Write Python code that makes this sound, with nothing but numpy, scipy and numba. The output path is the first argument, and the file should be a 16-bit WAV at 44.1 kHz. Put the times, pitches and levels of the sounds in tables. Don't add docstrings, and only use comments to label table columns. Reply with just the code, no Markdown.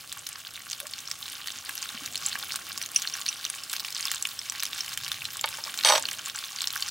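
import sys
import numpy as np
from scipy import signal
from scipy.fft import rfft, irfft
from scipy.io import wavfile
from scipy.ndimage import uniform_filter1d, map_coordinates
from numba import njit

SR = 44100
rng = np.random.default_rng(int(sys.argv[2]) if len(sys.argv) > 2 else 0)


def to_linear_factor(level_db):
    exponent = np.asarray(level_db, float) / 20
    return 10 ** exponent


def persist_wave(psi):
    counts = np.round(np.clip(psi, -1, 1) * 32767).astype(np.int16)
    wavfile.write(sys.argv[1], SR, np.atleast_2d(counts).T)


N = 304290
T = np.arange(N) / SR

# time_s, level_db
BOIL = [(0.0, -44), (0.19, -44), (1.82, -40), (2.25, -37), (2.77, -40.5), (2.94, -40), (3.0, -38),
        (3.73, -40), (3.94, -37.5), (4.09, -38.5), (4.24, -39), (5.03, -40), (5.75, -38), (5.92, -39),
        (6.34, -39), (6.9, -37)]
# freq_hz, gain_db
FIZZ_TONE = [(290, -104), (500, -25), (710, -17), (822, 1.5), (938, -9.5), (1090, 0), (1260, -6),
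             (1390, -2.5), (1840, -7), (2980, 0.5), (5840, -1.5), (13100, -7.5), (15100, 2), (15800, 7.5),
             (16500, -63)]
# start_s, level_db, body_db (against the blow),
# body_tilt_db_per_octave, clack_tilt_db_per_octave
BLOWS = [(5.44, -11.5, -7, 4, -9), (5.583, -34.5, 2, 1, -4), (5.661, -34.5, -3.5, -5.5, -4),
         (5.847, -3.5, -16, -2, 8), (5.856, -12, -8, 6, -7), (5.862, -11.5, -22, -4, -9),
         (5.871, -7, -13.5, -2.5, -2), (5.887, -6.5, -19, 0, 5), (5.893, -11.5, -6, -2.5, -6),
         (5.898, -7, -6, -1, 4), (5.904, -19, 4.5, 2.5, -10), (5.908, -22, -6, -7, -2),
         (5.921, -8.5, -6.5, -2, 2), (5.934, -13.5, -4.5, -3, 4), (5.939, -23, -0.5, -9.5, 0),
         (5.957, -12, -8, 1, 2), (5.968, -29, -9, -2, 0), (5.979, -23.5, -4.5, -2, -1)]
RATTLE_S, STOP_S = 5.848, 5.985


def level(x, db):
    return x * to_linear_factor(db) / np.sqrt(np.mean(x ** 2))


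def curve(rows, axis=1):
    rows = np.array(rows)
    return np.interp(T, rows[:, 0], rows[:, axis])


def colour(x, points):
    hz, db = np.transpose(points)
    f = np.maximum(np.arange(N // 2 + 1) * SR / N, 1)
    return irfft(rfft(x) * to_linear_factor(np.interp(np.log(f), np.log(hz), db)), N)


def band(x, lo_hz, hi_hz, order=2):
    return signal.sosfilt(signal.butter(order, [lo_hz, hi_hz], "band", fs=SR, output="sos"), x)


def walk(rate):
    k = int(SR / rate)
    held = np.repeat(rng.standard_normal(N // k + 1), k)
    return uniform_filter1d(held, k)[:N]


@njit
def ring(n, start, hz, fade, size, glide, rise):
    out = np.zeros(n)
    for e in range(len(start)):
        z, p = size[e] + 0j, np.exp(1j * hz[e] - fade[e])
        turn, gap = np.exp(1j * glide[e]), 1.
        for i in range(start[e], min(n, start[e] + int(6 / fade[e]))):
            gap *= rise
            out[i] += z.imag * (1 - gap)
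            z *= p
            p *= turn
    return out


def rings(s, hz, t60, db, glide=0., rise_s=.0001):
    s, hz, t60, db = np.broadcast_arrays(s, np.clip(hz, 20, SR * .45), np.maximum(t60, 1e-4), db)
    w = 2 * np.pi * hz.ravel() / SR
    span = t60.ravel() * SR
    rise = np.exp(-1 / (rise_s * SR))
    start = (s.ravel() * SR).astype(np.int64)
    return ring(N, start, w, np.log(1000) / span, to_linear_factor(db.ravel()), glide * w / span, rise)


def fizz(count, spread_db, cycles, clump_db):
    u = rng.random((count, 4))
    s = u[:, 0] * N / SR * .999
    hz = 700 * (16000 / 700) ** u[:, 1]
    size_db = np.minimum(-spread_db * np.log(1 - u[:, 2]), 18)
    t60 = cycles * 6 ** u[:, 3] / hz
    grains = rings(s, hz, t60, size_db + 5.38 * np.log2(hz / 1000), glide=0.22)
    return level(colour(grains * to_linear_factor(clump_db * walk(35)), FIZZ_TONE), 0)


def middling(count):
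    over_boil_db, level_spread_db = 18, 3.5
    pitch_hz, pitch_spread_octaves = 4630, 0.455
    ring_s, ring_spread_octaves = 0.0086, 0.57
    treble_db, treble_spread_db = -13.5, 8
    s, c = rng.random(count) * N / SR, rng.standard_normal((count, 4)).T
    db = np.interp(s, T, curve(BOIL)) + over_boil_db + level_spread_db * c[0]
    hz = pitch_hz * 2 ** (pitch_spread_octaves * c[1])
    t60 = ring_s * 2 ** (ring_spread_octaves * c[2])
    return np.c_[s, db, hz, t60, treble_db + treble_spread_db * c[3]]


def spits(s, db):
    jet_db, fade_s = -23, 0.0042
    at = np.minimum((s.ravel() * SR).astype(int), N - 1)
    kicks = np.bincount(at, to_linear_factor(db.ravel() + jet_db), N)
    jet = signal.lfilter([1], [1, -np.exp(-1 / (fade_s * SR))], kicks)
    steam = level(colour(rng.standard_normal(N), FIZZ_TONE), 0)
    return jet * steam * to_linear_factor(3.2 * walk(600))


def sizzle():
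    # start_s, level_db, pitch_hz, ring_s, treble_db (snap against the bubble)
    pops = [(0.1263, -7.5, 8000, 0.0013, -5), (0.268, -9, 5500, 0.0031, -6),
            (0.2896, -16, 9600, 0.0052, 5.5), (0.717, -12.5, 6000, 0.0047, 1),
            (0.7305, -13, 4860, 0.013, -20), (0.802, -6, 9990, 0.0023, -6),
            (0.8689, -11.5, 7240, 0.0044, -22), (0.9361, -17, 4320, 0.023, -20),
            (1.114, -5, 5400, 0.0045, -17), (1.2808, -10.5, 3260, 0.0041, -26),
            (1.4727, -6, 3260, 0.0039, -24), (1.483, -15.5, 4360, 0.017, -9),
            (1.65, -19.5, 9500, 0.0049, 2), (1.6928, -22.5, 1630, 0.04, 15.5),
            (1.6935, -24, 2650, 0.037, -10), (1.7784, -14, 5740, 0.0069, -19),
            (1.827, -14, 4670, 0.014, -1), (2.06, -8, 6600, 0.0062, -17), (2.262, -9, 7500, 0.027, -19),
            (2.2848, -12.5, 6100, 0.0067, -17), (2.329, -14.5, 4330, 0.015, -26),
            (2.3544, -13, 1610, 0.021, -20), (2.3884, -16, 12360, 0.0094, -1),
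            (2.4266, -19, 4300, 0.021, -29), (2.521, -11, 4430, 0.0054, -21),
            (2.5587, 0, 7200, 0.0027, -26), (2.571, -16, 9450, 0.0019, -30),
            (2.7767, -11, 5200, 0.0074, -19), (2.8153, -7, 2820, 0.0036, -18),
            (2.8257, -20, 5800, 0.0298, 10), (2.8607, -14, 6400, 0.011, -16),
            (2.9976, -16, 4480, 0.0069, 3), (3.02, -8.5, 6460, 0.0044, -8),
            (3.0737, -13.5, 4240, 0.024, -26), (3.0986, -15, 5160, 0.0053, -23),
            (3.221, -14.5, 3320, 0.0034, -21), (3.2632, -6.5, 4360, 0.0067, -19),
            (3.4511, -8, 5720, 0.011, -24), (3.5001, -8, 8550, 0.0078, -19), (3.697, -13, 7540, 0.005, -10),
            (3.7308, -3.5, 5900, 0.0018, -2), (3.736, -8, 1570, 0.0057, 2), (3.765, -7, 4600, 0.005, -20),
            (3.797, -12, 4460, 0.008, -26), (3.8021, -15.5, 5230, 0.013, -10),
            (3.8488, -12, 5160, 0.0061, -10), (3.9254, -13.5, 5000, 0.0085, -23),
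            (4.0077, -14, 6400, 0.014, -22), (4.027, -13, 4700, 0.011, -24), (4.054, -7, 5100, 0.0086, -27),
            (4.0821, -9.5, 3480, 0.0047, -23), (4.1154, 3.5, 6730, 0.0012, -23),
            (4.1266, -17, 5000, 0.0024, -21), (4.1464, -12.5, 7100, 0.0096, -28),
            (4.2248, -10, 7450, 0.014, -21), (4.2531, -13.5, 2890, 0.029, -22),
            (4.2715, -13, 6900, 0.0056, 4.5), (4.3767, -29, 5500, 0.0089, -12),
            (4.3907, -15.5, 5300, 0.024, -20), (4.415, -20, 3630, 0.019, -15),
            (4.4977, -9, 5800, 0.013, -23), (4.5219, -12, 1250, 0.0044, -13),
            (4.6024, -11.5, 6200, 0.0096, -17), (4.625, -11, 3670, 0.0063, -20),
            (4.6334, -2, 2870, 0.0021, -0.5), (4.6536, -10.5, 5940, 0.012, -17),
            (4.731, -12, 3630, 0.0095, -18), (4.8063, -14, 5320, 0.035, -21),
            (4.8804, -12, 2500, 0.0045, -21), (4.8894, -15, 7490, 0.0036, 1.5),
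            (4.937, -10, 5900, 0.0018, -14), (4.975, -5, 3050, 0.0034, -2),
            (5.0356, -9.5, 4550, 0.0036, -12), (5.064, -17.5, 3060, 0.015, -16),
            (5.08, -12.5, 4450, 0.01, -26), (5.0858, -18, 4060, 0.0047, 5), (5.1172, -8.5, 3500, 0.013, 0),
            (5.1285, -14, 9520, 0.0046, -9.5), (5.253, -13.5, 4050, 0.018, -25),
            (5.3698, -11.5, 7700, 0.0069, -6), (5.4117, -8.5, 7140, 0.0079, -19),
            (5.4889, -21.5, 3790, 0.0086, 14.5), (5.572, -14, 6720, 0.0036, -19),
            (5.6382, -13.5, 5080, 0.014, -20), (5.741, -6, 3570, 0.0029, -24),
            (5.7754, -10, 5700, 0.0061, -17), (5.7888, -8, 4100, 0.0088, -27),
            (5.8099, -10, 3530, 0.0047, -13), (5.8283, -17.5, 5040, 0.0068, -2),
            (6.0314, -21.5, 4800, 0.015, -15), (5.459, -20, 4400, 0.0043, 12),
            (5.836, -9, 4100, 0.0098, -16), (6.0541, -12.5, 4340, 0.018, -24),
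            (6.0868, -11, 2970, 0.01, -21), (6.1131, -6.5, 5440, 0.0054, -23),
            (6.1313, -15.5, 7540, 0.0054, 8), (6.2591, -12.5, 7340, 0.008, -19),
            (6.298, -12, 3860, 0.0099, -30), (6.3592, -17, 7490, 0.017, -22),
            (6.4393, -16.5, 3520, 0.018, -27), (6.5861, -16.5, 4550, 0.014, -22),
            (6.6186, -5.5, 5300, 0.0045, -6), (6.6727, -6.5, 5330, 0.01, -27),
            (6.7355, -15, 3330, 0.0092, -15), (6.824, -10.5, 4460, 0.026, -27),
            (6.886, -17.5, 5650, 0.028, -20)]
    hiss = level(colour(rng.standard_normal(N), FIZZ_TONE), -8.5) * to_linear_factor(3.5 * walk(50))
    froth = fizz(count=16000, spread_db=2.8, cycles=2.1, clump_db=3.5) * to_linear_factor(-4.0)
    bed = fizz(count=4000, spread_db=4.43, cycles=2.16, clump_db=3.5) * to_linear_factor(-2.0)
    boiling = to_linear_factor(curve(BOIL)) * (hiss + froth + bed)
    steady_hiss = level(band(rng.standard_normal(N), 4400, 19000), -56)

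    s, db, hz, t60, treble_db = np.vstack([pops, middling(count=170)]).T[:, :, None]
    chance = rng.standard_normal((len(s), 9))
    bubble = rings(s, hz, t60 * 0.58, db - 3, glide=0.09, rise_s=0.00029)
    shred_s = s + 0.00056 * np.abs(chance[:, :4])
    shreds = rings(shred_s, hz * np.exp(0.34 * chance[:, 3:7]), t60 * 0.38, db - 9.5)
    snap_s = s + 0.00031 * np.abs(chance[:, 6:])
    snap = rings(snap_s, np.array([8500, 11500, 14500]), 0.0007, db + treble_db - 1.0)
    needle = rings(s, 4900.0, 0.00063, db - 6.5, rise_s=.00002)
    return boiling + bubble + shreds + snap + needle + spits(s, db) + steady_hiss


def kitchen():
    # time_s, low_db, upper_db
    rumble_levels = [(0.0, -59, -62.5), (0.4, -62.5, -63.5), (1.9, -65, -60.5), (2.09, -59, -56.5),
                     (3.59, -65.5, -61), (4.44, -61.5, -61), (4.8, -62.5, -60), (5.03, -54, -62),
                     (5.78, -63.5, -58), (5.98, -60, -53), (6.46, -65, -63.5), (6.9, -60, -60.5)]
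    # freq_hz, gain_db
    rumble_tone = [(20, -32), (45, -27), (62, -8), (90, -1), (112, -4.5), (135, -2), (160, -6), (250, -32)]
    # freq_hz, gain_db
    murk_tone = [(90, -23), (150, -4), (220, 0.5), (320, -1.5), (420, -5), (550, -3.5), (750, -0.5),
                 (1100, -30)]
    # start_s, level_db (before a common
    # trim), pitch_hz
    thuds = [(0.814, -45, 568), (0.83, -40, 576), (0.845, -38.5, 598), (1.563, -49, 251), (1.689, -49, 279),
             (1.946, -36.5, 233), (2.02, -37.5, 277), (2.352, -47, 260), (5.959, -32, 560)]
    low, upper = rng.standard_normal((2, 2, N))
    sides = np.array([[1], [-1]])
    low = low[0] + 0.29 * sides * low[1]
    upper = upper[0] + 0.51 * sides * upper[1]
    rumble = level(np.array([colour(v, rumble_tone) for v in low]), 0) * to_linear_factor(curve(rumble_levels))
    murk = level(np.array([colour(v, murk_tone) for v in upper]), 0) * to_linear_factor(curve(rumble_levels, axis=2))
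    s, db, hz = np.transpose(thuds)
    return rumble + murk + rings(s, hz, 0.073, db - 1.5, rise_s=0.00035)


def struck(s, db, modes, tilt_db, rise_s):
    delay_s = 0.0013
    hz, mode_db, t60 = np.transpose(modes)
    share = np.outer(tilt_db, np.log2(hz / np.median(hz))) + 2 * rng.standard_normal((len(s), len(hz)))
    return rings(s[:, None] + delay_s, hz, t60, db[:, None] + mode_db + share, rise_s=rise_s)


def ticks():
    # start_s, level_db (before the slips' own offsets)
    slips = [(2.9595, -6.5), (3.1368, -20.5), (3.286, -14.5), (3.366, -33)]
    # freq_hz, level_db, t60_s
    pan_modes = [(2700, -11.5, 0.063), (2870, -16.5, 0.043), (5724, 3, 0.035), (6090, -2.5, 0.024),
                 (9580, -1, 0.0084), (5840, -28.5, 0.34)]
    s, db = np.transpose(slips)
    both_s, both_db = np.r_[s, s + .005], np.r_[db - 3.0, db - 9]
    return struck(both_s, both_db, pan_modes, np.zeros(2 * len(s)), rise_s=0.0002)


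def rattle():
    # freq_hz, level_db, t60_s
    body_modes = [(387, -8, 0.027), (556, -6, 0.084), (607, -1.5, 0.07), (904, 2, 0.074),
                  (1047, 5.5, 0.028), (1208, 1, 0.028), (1450, -1.5, 0.025), (1780, -2, 0.03),
                  (2226, -1, 0.025)]
    # freq_hz, level_db, t60_s
    clack_modes = [(2920, -11, 0.023), (3270, 7.5, 0.0087), (3700, 2, 0.019), (4290, -5, 0.026),
                   (4454, 6, 0.013), (4660, -13, .02), (6200, -2, 0.018), (8360, -4.5, 0.0058)]
    chatter_db, release_s = -26.5, 0.0027
    s, db, body_db, body_tilt, clack_tilt = np.transpose(BLOWS)
    body = struck(s, db + body_db - 4.0, body_modes, body_tilt, rise_s=0.00059)
    clack = struck(s, db - 10.0, clack_modes, clack_tilt, rise_s=0.00018)
    grit = rng.standard_normal(N) * to_linear_factor(2.9 * rng.exponential(size=N) + 5.8 * walk(250))
    shaken = (T > RATTLE_S) * np.exp(-np.maximum(T - STOP_S, 0) / release_s)
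    return body + clack + level(band(grit, 390, 4800), chatter_db) * shaken


def steel():
    # freq_hz, level_db, t60_s
    steel_modes = [(5680, -26, .8), (7825, -31, .8), (8914, -21, .3), (12646, -32, .35), (13370, -36, .6)]
    first_db, rehit_db = 3.5, -13.5
    s, db = np.array([row[:2] for row in BLOWS if row[0] > RATTLE_S - .01]).T
    song_db = db + first_db + rehit_db * (s > s[0])
    song = struck(s, song_db, steel_modes, 0 * s, rise_s=0.007)
    damping = np.exp(-np.maximum(T - STOP_S, 0) / 0.004)
    return song * damping * to_linear_factor(1.2 * walk(120))


def space(x, tail_db, t60):
    # delay_s, gain_db
    wall_echoes = [(.0011, -42), (.0026, -18.5), (.0043, -21.5), (.0062, -18.5)]
    out = x + sum(to_linear_factor(db) * np.roll(x, int(s * SR)) for s, db in wall_echoes)
    t = np.arange(SR // 4) / SR
    tail = rng.standard_normal((2, len(t))) * np.exp(-np.log(1000) * t / t60)
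    tail *= to_linear_factor(tail_db) / np.sqrt(np.sum(tail ** 2, axis=1, keepdims=True))
    return out + signal.fftconvolve(x[None], tail, axes=1)[:, :N]


def scene():
    rattle_pan_db, steel_pan_db = -1, -4
    steel_lag_s = .000014
    halves = np.array([[.5], [-.5]])
    pan = space(band(sizzle() + ticks(), 1104, 13400, order=3), tail_db=-12, t60=0.067)
    knocks = space(band(rattle(), 605, 14000, order=3), tail_db=-11.5, t60=0.2)
    song = steel()
    late_song = map_coordinates(song, [(T - steel_lag_s) * SR])
    song = to_linear_factor(halves * steel_pan_db) * np.array([late_song, song])
    return pan + to_linear_factor(halves * rattle_pan_db) * knocks + song + kitchen()


def top_cut(x):
    return signal.sosfilt(signal.butter(12, 16970, fs=SR, output="sos"), x)


def record(dry):
    # freq_hz, left_minus_right_db
    balance = [(60, -2.5), (110, -2.0), (200, -1.5), (380, -1.0), (700, -1.5), (1290, -1.0), (2380, -0.5),
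               (4400, 0.5), (8120, -0.5), (15000, -0.5)]
    half = [(hz, db / 2) for hz, db in balance]
    x = np.array([colour(dry[0], half), colour(dry[1], [(hz, -db) for hz, db in half])])
    x = signal.sosfilt(signal.butter(2, 50, "high", fs=SR, output="sos"), x)
    x = signal.sosfilt(signal.ellip(6, .2, 50, 15900, fs=SR, output="sos"), x)
    return top_cut(x)


dry = scene()
out = record(dry)
persist_wave(out)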